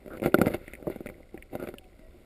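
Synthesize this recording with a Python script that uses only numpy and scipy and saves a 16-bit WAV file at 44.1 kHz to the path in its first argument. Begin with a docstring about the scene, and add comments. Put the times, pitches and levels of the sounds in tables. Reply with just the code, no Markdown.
"""Under water on a reef, the microphone in a ringing camera housing, close to a feeding parrotfish.
Moving water rumbles and the far reef crackles throughout. The beak rasps coral rock in a first, loudest
bout: each fracture is a thud, a crack and a spray of grit, with fine scraping between. From 0.2 s sharp
snaps, likely shrimp, come from the reef. A second bout follows near 0.9 s and a third near 1.6 s.
Last comes a faint whine in three short runs, perhaps the focus motor."""
import sys
import numpy as np
from scipy import signal
from scipy.fft import rfft, irfft, next_fast_len
from scipy.io import wavfile
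from scipy.ndimage import map_coordinates

SR = 44100
rng = np.random.default_rng(int(sys.argv[2]) if len(sys.argv) > 2 else 0)


def waveform_to_disk(signal):
    """Save audio, clipped to [-1, 1], as 16-bit WAV at the path in sys.argv[1]."""
    frames = np.transpose(np.atleast_2d(signal))
    scaled = np.clip(frames, -1, 1) * 32767
    samples = np.round(scaled).astype(np.int16)
    wavfile.write(sys.argv[1], SR, samples)


N = 99225

# resonances of the housing round the microphone: pitch_hz, width_hz, level_db
WALL_MODES = [(85.5, 140, -9), (241.5, 257, -2), (352.1, 56, 1.5), (392.3, 21, 0), (501.4, 129.5, -3.5),
              (596, 91, -3), (767, 73, -11)]
PANEL_MODES = [(973, 110, -10.5), (1412, 370, -1), (2118, 450, 0), (2723, 350, -8), (3550, 590, -12.5),
               (4535, 1020, -15)]
TREBLE_MODES = [(7650, 3700, -7), (9190, 560, -5.5), (9900, 370, 5), (10610, 350, 3.5), (11450, 310, 5.5),
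                (12000, 380, 12), (13330, 400, 1), (14180, 530, 0.5)]
SNAP_TREBLE_MODES = [(8700, 5300, -7.5), (9620, 490, 7.5), (14200, 670, 3.5)]  # the treble ring under a snap
HARD_PANEL_MODE = [(1410, 160, 0.015)]  # a panel that only hard breaks drive fully
# dead spots of the housing: centre_hz, width_hz
DEAD_SPOTS = [(6050, 770), (12020, 110)]
# spectral shapes of the moving water and the far reef's fizz: frequency_hz, level_db
WATER_SPECTRUM = [(35, -12.5), (70, 5), (130, -6), (470, -15), (620, -12), (770, -18), (900, -59)]
FIZZ_SPECTRUM = [(700, -21), (1000, 5.5), (1700, -11), (2000, -3), (4600, -6), (6000, -11.5), (9800, -8.5),
                 (10800, -27), (11500, -17), (15500, -31)]
# the note of far snaps: pitch_hz, width_hz, level_db
FAR_SNAP_MODES = [(2060, 370, 0)]
# runs of the whine: start_s, length_s, level_db, first_pitch_hz, last_pitch_hz
WHINE_RUNS = [(1.732, 0.067, -64.5, 634, 533), (1.809, 0.075, -69.5, 758, 729),
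              (2.013, 0.076, -66.5, 647, 638)]
# sharp snaps from the reef: start_s, level_db, pitch_hz, thud_db, treble_db
SNAPS = [(0.199, -51, 2400, -38.5, -58), (0.321, -52.5, 2160, -51, -66), (0.6798, -43, 2140, -42.5, -54),
         (0.735, -40.5, 2110, -41.5, -49.5), (.752, -46, 2134, -70, -56), (1.0688, -41.5, 2240, -40, -51.5),
         (1.089, -44.5, 2070, -39, -54.5), (1.376, -48, 2070, -44, -61), (1.4242, -45, 2160, -74, -56),
         (1.784, -44.5, 2840, -76, -52), (1.842, -62.5, 2680, -76, -70)]
# short rasping strokes that ring one panel of the housing: start_s, length_s, level_db, pitch_hz
STROKES = [(0.1, 0.062, -52, 1380), (0.377, 0.01, -45, 2160), (0.895, 0.042, -68.5, 2090),
           (1.588, 0.068, -55.5, 1345)]
# course of the scraping between fractures: time_s, grind_db, rasp_db
SCRAPE_LEVELS = [(0.025, -57.5, -66.5), (0.115, -41.5, -62), (0.18, -44.5, -53), (0.208, -50, -99),
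                 (0.24, -40, -38.5), (0.275, -26, -42), (0.31, -48.5, -63), (0.4, -32.5, -51),
                 (0.49, -31.5, -50.5), (0.553, -40.5, -42.5), (0.58, -48, -60.5), (0.68, -54.5, -52.5),
                 (0.84, -49.5, -67), (0.915, -43.5, -50), (0.985, -55.5, -62.5), (1.17, -52.5, -65.5),
                 (1.3, -64, -71), (1.36, -52, -66.5), (1.5, -66, -69), (1.535, -35.5, -55),
                 (1.58, -49.5, -59), (1.63, -38.5, -53.5), (1.695, -48, -57), (1.78, -61, -70),
                 (2.24, -57.5, -66.5)]
# hollow knocks of larger pieces of rock: start_s, level_db, pitch_hz, width_hz
KNOCKS = [(0.869, -46, 1054, 280), (1.344, -39, 331, 85)]
# fractures under the beak, close by: start_s, thud_db, crack_db
FRACTURES = [(0.0608, -38, -56.5), (0.0792, -37, -53.5), (0.1346, -35, -52), (0.1712, -35.5, -49),
             (0.2196, -26, -46.5), (0.229, -23.5, -46), (0.238, -31, -35.5), (0.2474, -28, -46),
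             (0.2598, -16, -33), (0.2821, -25, -57), (0.3432, -10, -22.5), (0.386, -17.5, -37.5),
             (0.4149, -12, -26.5), (0.46, -38, -34), (0.468, -15.5, -38.5), (0.4745, -25, -36.5),
             (0.4808, -29, -34.5), (0.5386, -32.5, -38), (0.544, -22.5, -37), (0.826, -37.5, -56),
             (0.8704, -25, -56.5), (0.877, -23, -59.5), (0.9, -28, -49), (0.9605, -32, -51),
             (1.006, -31, -55.5), (1.06, -32, -44), (1.0988, -37.5, -47.5), (1.204, -42, -78),
             (1.3434, -36.5, -58.5), (1.5528, -26, -43), (1.5984, -32.5, -49.5), (1.626, -28.5, -49),
             (1.637, -32.5, -49), (1.673, -32.5, -42.5), (1.6875, -30.5, -44.5), (1.74, -36, -48),
             (1.993, -50.5, -61)]

RUMBLE_DB, DRONE_DB, WATER_DB = -56, -61, -60.5
FIZZ_DB, FAR_SNAP_DB = -73, -74.5
GRIND_TRIM_DB, RASP_TRIM_DB, SAND_TRIM_DB = -0.5, -3.5, -14.5
THUD_TRIM_DB, CRACK_TRIM_DB, GRIT_TRIM_DB = -1, -1.5, -14.5
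RASP_LOW_HZ, RASP_TOP_HZ = 1230, 4200  # the band that small grains excite
THUD_TOP_HZ, CRACK_TOP_HZ = 944, 2820  # softness of the contact
THUD_T60_S, CRACK_T60_S, GRIT_T60_S, SNAP_T60_S = 0.037, 0.027, 0.029, 0.023


def amp(db):
    return 10 ** (np.asarray(db) / 20)


def unit(x):
    return x / np.sqrt(np.mean(x ** 2) + 1e-20)


def gain_at(spectrum, hz):
    """Gain read from (Hz, dB) points on a log axis."""
    points_hz, db = np.transpose(spectrum)
    return amp(np.interp(np.log(hz + 1), np.log(points_hz + 1), db))


def wobble(knots_per_s):
    """A smooth random curve."""
    knots = rng.standard_normal(int(N * knots_per_s / SR) + 4)
    return map_coordinates(knots, [np.arange(N) * knots_per_s / SR])


def filtered(x, response):
    """x shaped by a function of frequency."""
    size = next_fast_len(N + SR // 2)
    return irfft(rfft(x, size) * response(np.fft.rfftfreq(size, 1 / SR)), size)[:N]


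def butter(x, order, hz, kind="low"):
    return signal.sosfilt(signal.butter(order, hz, kind, fs=SR, output="sos"), x)


def ring(modes, size=8192):
    """Causal impulse response, energy 1, of a set of resonances."""
    f = np.fft.rfftfreq(size, 1 / SR) + 1
    power = sum((amp(db) / (1 + ((f / hz - hz / f) * hz / width) ** 2)) ** 2 for hz, width, db in modes)
    cepstrum = irfft(np.log(power + 1e-12) / 2)
    cepstrum[1:size // 2] *= 2  # fold to minimum phase
    cepstrum[size // 2 + 1:] = 0
    response = irfft(np.exp(rfft(cepstrum)))
    return response / np.linalg.norm(response)


def note(hz, width_hz):
    """The ring of a single resonance."""
    return ring([(hz, width_hz, 0)])


def blow(response, t60_s, splinter_share):
    """One impulse and its dying splinters through a response, with the energy of 6 ms at rms 1."""
    splinters = rng.standard_normal(2048) * amp(-60 * np.arange(2048) / SR / t60_s)
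    force = splinter_share * splinters / np.linalg.norm(splinters)
    force[0] += 1
    sound = signal.fftconvolve(force, response)
    return sound / np.linalg.norm(sound) * np.sqrt(0.006 * SR)


def add(track, start_s, sound):
    """Lay a sound into a track."""
    part = track[max(round(start_s * SR), 0):][:len(sound)]
    part += sound[:len(part)]


def grains(per_s=500, spread_db=2.5):
    """Random tiny impulses of uneven size."""
    impulses = (rng.random(N) < per_s / SR) * rng.choice([-1, 1], N)
    return impulses * amp(spread_db * np.clip(rng.standard_normal(N), -2.5, 2.5))


def struck(force, response):
    """A running force through a response, at rms 1."""
    return unit(signal.fftconvolve(force, response)[:N])


def rattle(modes):
    """Each resonance is struck by its own grains, so that every grain has a pitch."""
    return sum(amp(db) * np.sqrt(width) * struck(grains(), note(hz, width)[:1024])
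               for hz, width, db in modes)


def swell(length_s, fade_s=0.01):
    """A smooth rise, hold and fall."""
    t = np.arange(int(length_s * SR)) / SR
    ramp = np.minimum(t, length_s - t) / min(fade_s, length_s / 2)
    return np.sin(np.pi / 2 * np.clip(ramp, 0, 1))


def far_reef():
    """Countless distant snaps merge into a fizz, with single pops standing out."""
    crackle = grains(per_s=5200, spread_db=5.5)
    fizz = unit(filtered(crackle, lambda hz: gain_at(FIZZ_SPECTRUM, hz) * hz / (hz + 300)))
    pops = sum(amp(db) * struck(grains(per_s=53, spread_db=7.5), note(hz, width))
               for hz, width, db in FAR_SNAP_MODES)
    return amp(FIZZ_DB) * fizz + amp(FAR_SNAP_DB) * pops


def moving_water():
    """Water rumbles and drones round the housing, under a slightly wavering wash."""
    def deep_band(hz, width_hz):
        return unit(signal.fftconvolve(rng.standard_normal(N + 8191), note(hz, width_hz), "valid"))

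    rumble = amp(RUMBLE_DB) * deep_band(hz=27, width_hz=22)
    drone = amp(DRONE_DB) * deep_band(hz=54.6, width_hz=14)
    noise = rng.standard_normal(N)
    wash = unit(filtered(noise, lambda hz: gain_at(WATER_SPECTRUM, hz) / (1 + (hz / 1500) ** 4)))
    return rumble + drone + amp(WATER_DB + 0.78 * wobble(knots_per_s=5.93)) * wash


def whine(trim_db=6.02, third_db=-13):
    """A thin tone with a weak third harmonic starts, glides down and stops."""
    out = np.zeros(N)
    for start_s, length_s, db, first_hz, last_hz in WHINE_RUNS:
        shape = swell(length_s)
        phase = 2 * np.pi * np.cumsum(np.linspace(first_hz, last_hz, len(shape))) / SR
        tone = np.sqrt(2) * (np.sin(phase) + amp(third_db) * np.sin(3 * phase))
        add(out, start_s, amp(db + trim_db) * shape * tone)
    return out


def snaps(wall):
    """Short bright clicks from the reef, each with its own pitch and a light thud in the housing wall."""
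    out, treble = np.zeros(N), ring(SNAP_TREBLE_MODES)
    for start_s, db, hz, thud_db, treble_db in SNAPS:
        width_hz = 710 * (hz / 2000) ** 2.2  # higher snaps are shorter
        click = signal.fftconvolve(note(hz, width_hz)[:1024], note(hz, 2 * width_hz)[:1024])
        add(out, start_s, amp(db) * blow(click, SNAP_T60_S, splinter_share=1))
        add(out, start_s, amp(treble_db) * blow(treble, SNAP_T60_S, splinter_share=1.6))
        add(out, start_s, amp(thud_db) * blow(wall, SNAP_T60_S, splinter_share=0.2))
    return out


def tooth_strokes():
    """The teeth catch and chatter: dense grains on one resonance."""
    out = np.zeros(N)
    for start_s, length_s, db, hz in STROKES:
        shape = swell(length_s)
        chatter = signal.fftconvolve(grains(per_s=1300), note(hz, width_hz=250), "valid")
        add(out, start_s, amp(db) * shape * unit(chatter[:len(shape)]))
    return out


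def scraping(wall):
    """The beak drags over rock: grinding in the walls, rasp in the panels, sand in the treble ring."""
    def rasp_band(hz):
        return hz / np.hypot(hz, RASP_LOW_HZ) / np.sqrt(1 + (hz / RASP_TOP_HZ) ** 10)

    time_s, *columns = np.transpose(SCRAPE_LEVELS)
    grind_db, rasp_db = [np.interp(np.arange(N) / SR, time_s, db) for db in columns]
    grind = amp(grind_db + GRIND_TRIM_DB) * struck(grains(), wall)
    rasp = amp(rasp_db + RASP_TRIM_DB) * unit(filtered(rattle(PANEL_MODES), rasp_band))
    sand = amp((grind_db + rasp_db) / 2 + SAND_TRIM_DB) * unit(rattle(TREBLE_MODES))
    return grind + rasp + sand


def knocks():
    """A larger piece of rock gives way with a hollow note of its own."""
    out = np.zeros(N)
    for start_s, db, hz, width_hz in KNOCKS:
        add(out, start_s, amp(db) * blow(note(hz, width_hz), THUD_T60_S, splinter_share=0.34))
    return out


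def fractures(wall):
    """Coral breaks under the beak, close to the microphone: thud, crack and grit ring the housing."""
    out, treble, hard_panel = np.zeros(N), ring(TREBLE_MODES), ring(HARD_PANEL_MODE)
    soft_wall = butter(wall, 2, THUD_TOP_HZ)
    soft_panel = butter(ring(PANEL_MODES), 1, CRACK_TOP_HZ)
    for start_s, thud_db, crack_db in FRACTURES:
        low_cut_hz = 24.2 * 2 ** (-0.04 * thud_db)  # smaller breaks are less deep
        thud = blow(butter(soft_wall, 2, low_cut_hz, "high"), THUD_T60_S, splinter_share=0.69)
        crack = blow(soft_panel, CRACK_T60_S, splinter_share=1)
        clack = blow(hard_panel, CRACK_T60_S, splinter_share=0.154)
        grit = blow(treble, GRIT_T60_S, splinter_share=3.3)
        add(out, start_s, amp(thud_db + THUD_TRIM_DB) * thud)
        add(out, start_s, amp(crack_db + CRACK_TRIM_DB) * crack)
        add(out, start_s, amp(1.99 * crack_db + 22) * clack)  # grows twice as fast in dB as the crack
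        add(out, start_s, amp((thud_db + crack_db) / 2 + GRIT_TRIM_DB) * grit)
    return out


def scene():
    """Reef and water behind, the beak close up, all on one microphone in the housing."""
    wall = ring(WALL_MODES)
    chatter = tooth_strokes() + tooth_strokes()  # two layers, each with its own grains
    beak = fractures(wall) + knocks() + scraping(wall) + chatter
    return (far_reef() + moving_water() + whine() + snaps(wall) + beak)[None]


def record(dry, top_hz=16000):
    """The housing swallows two narrow bands, and the camera keeps nothing above its band limit."""
    def response(f):
        notches = [(hz ** 2 - f ** 2) / (hz ** 2 - f ** 2 + 1j * f * width) for hz, width in DEAD_SPOTS]
        return np.prod(notches, axis=0) / np.sqrt(1 + (f / top_hz) ** 80)

    return filtered(dry[0], response)[None]


dry = scene()
out = record(dry)
waveform_to_disk(out)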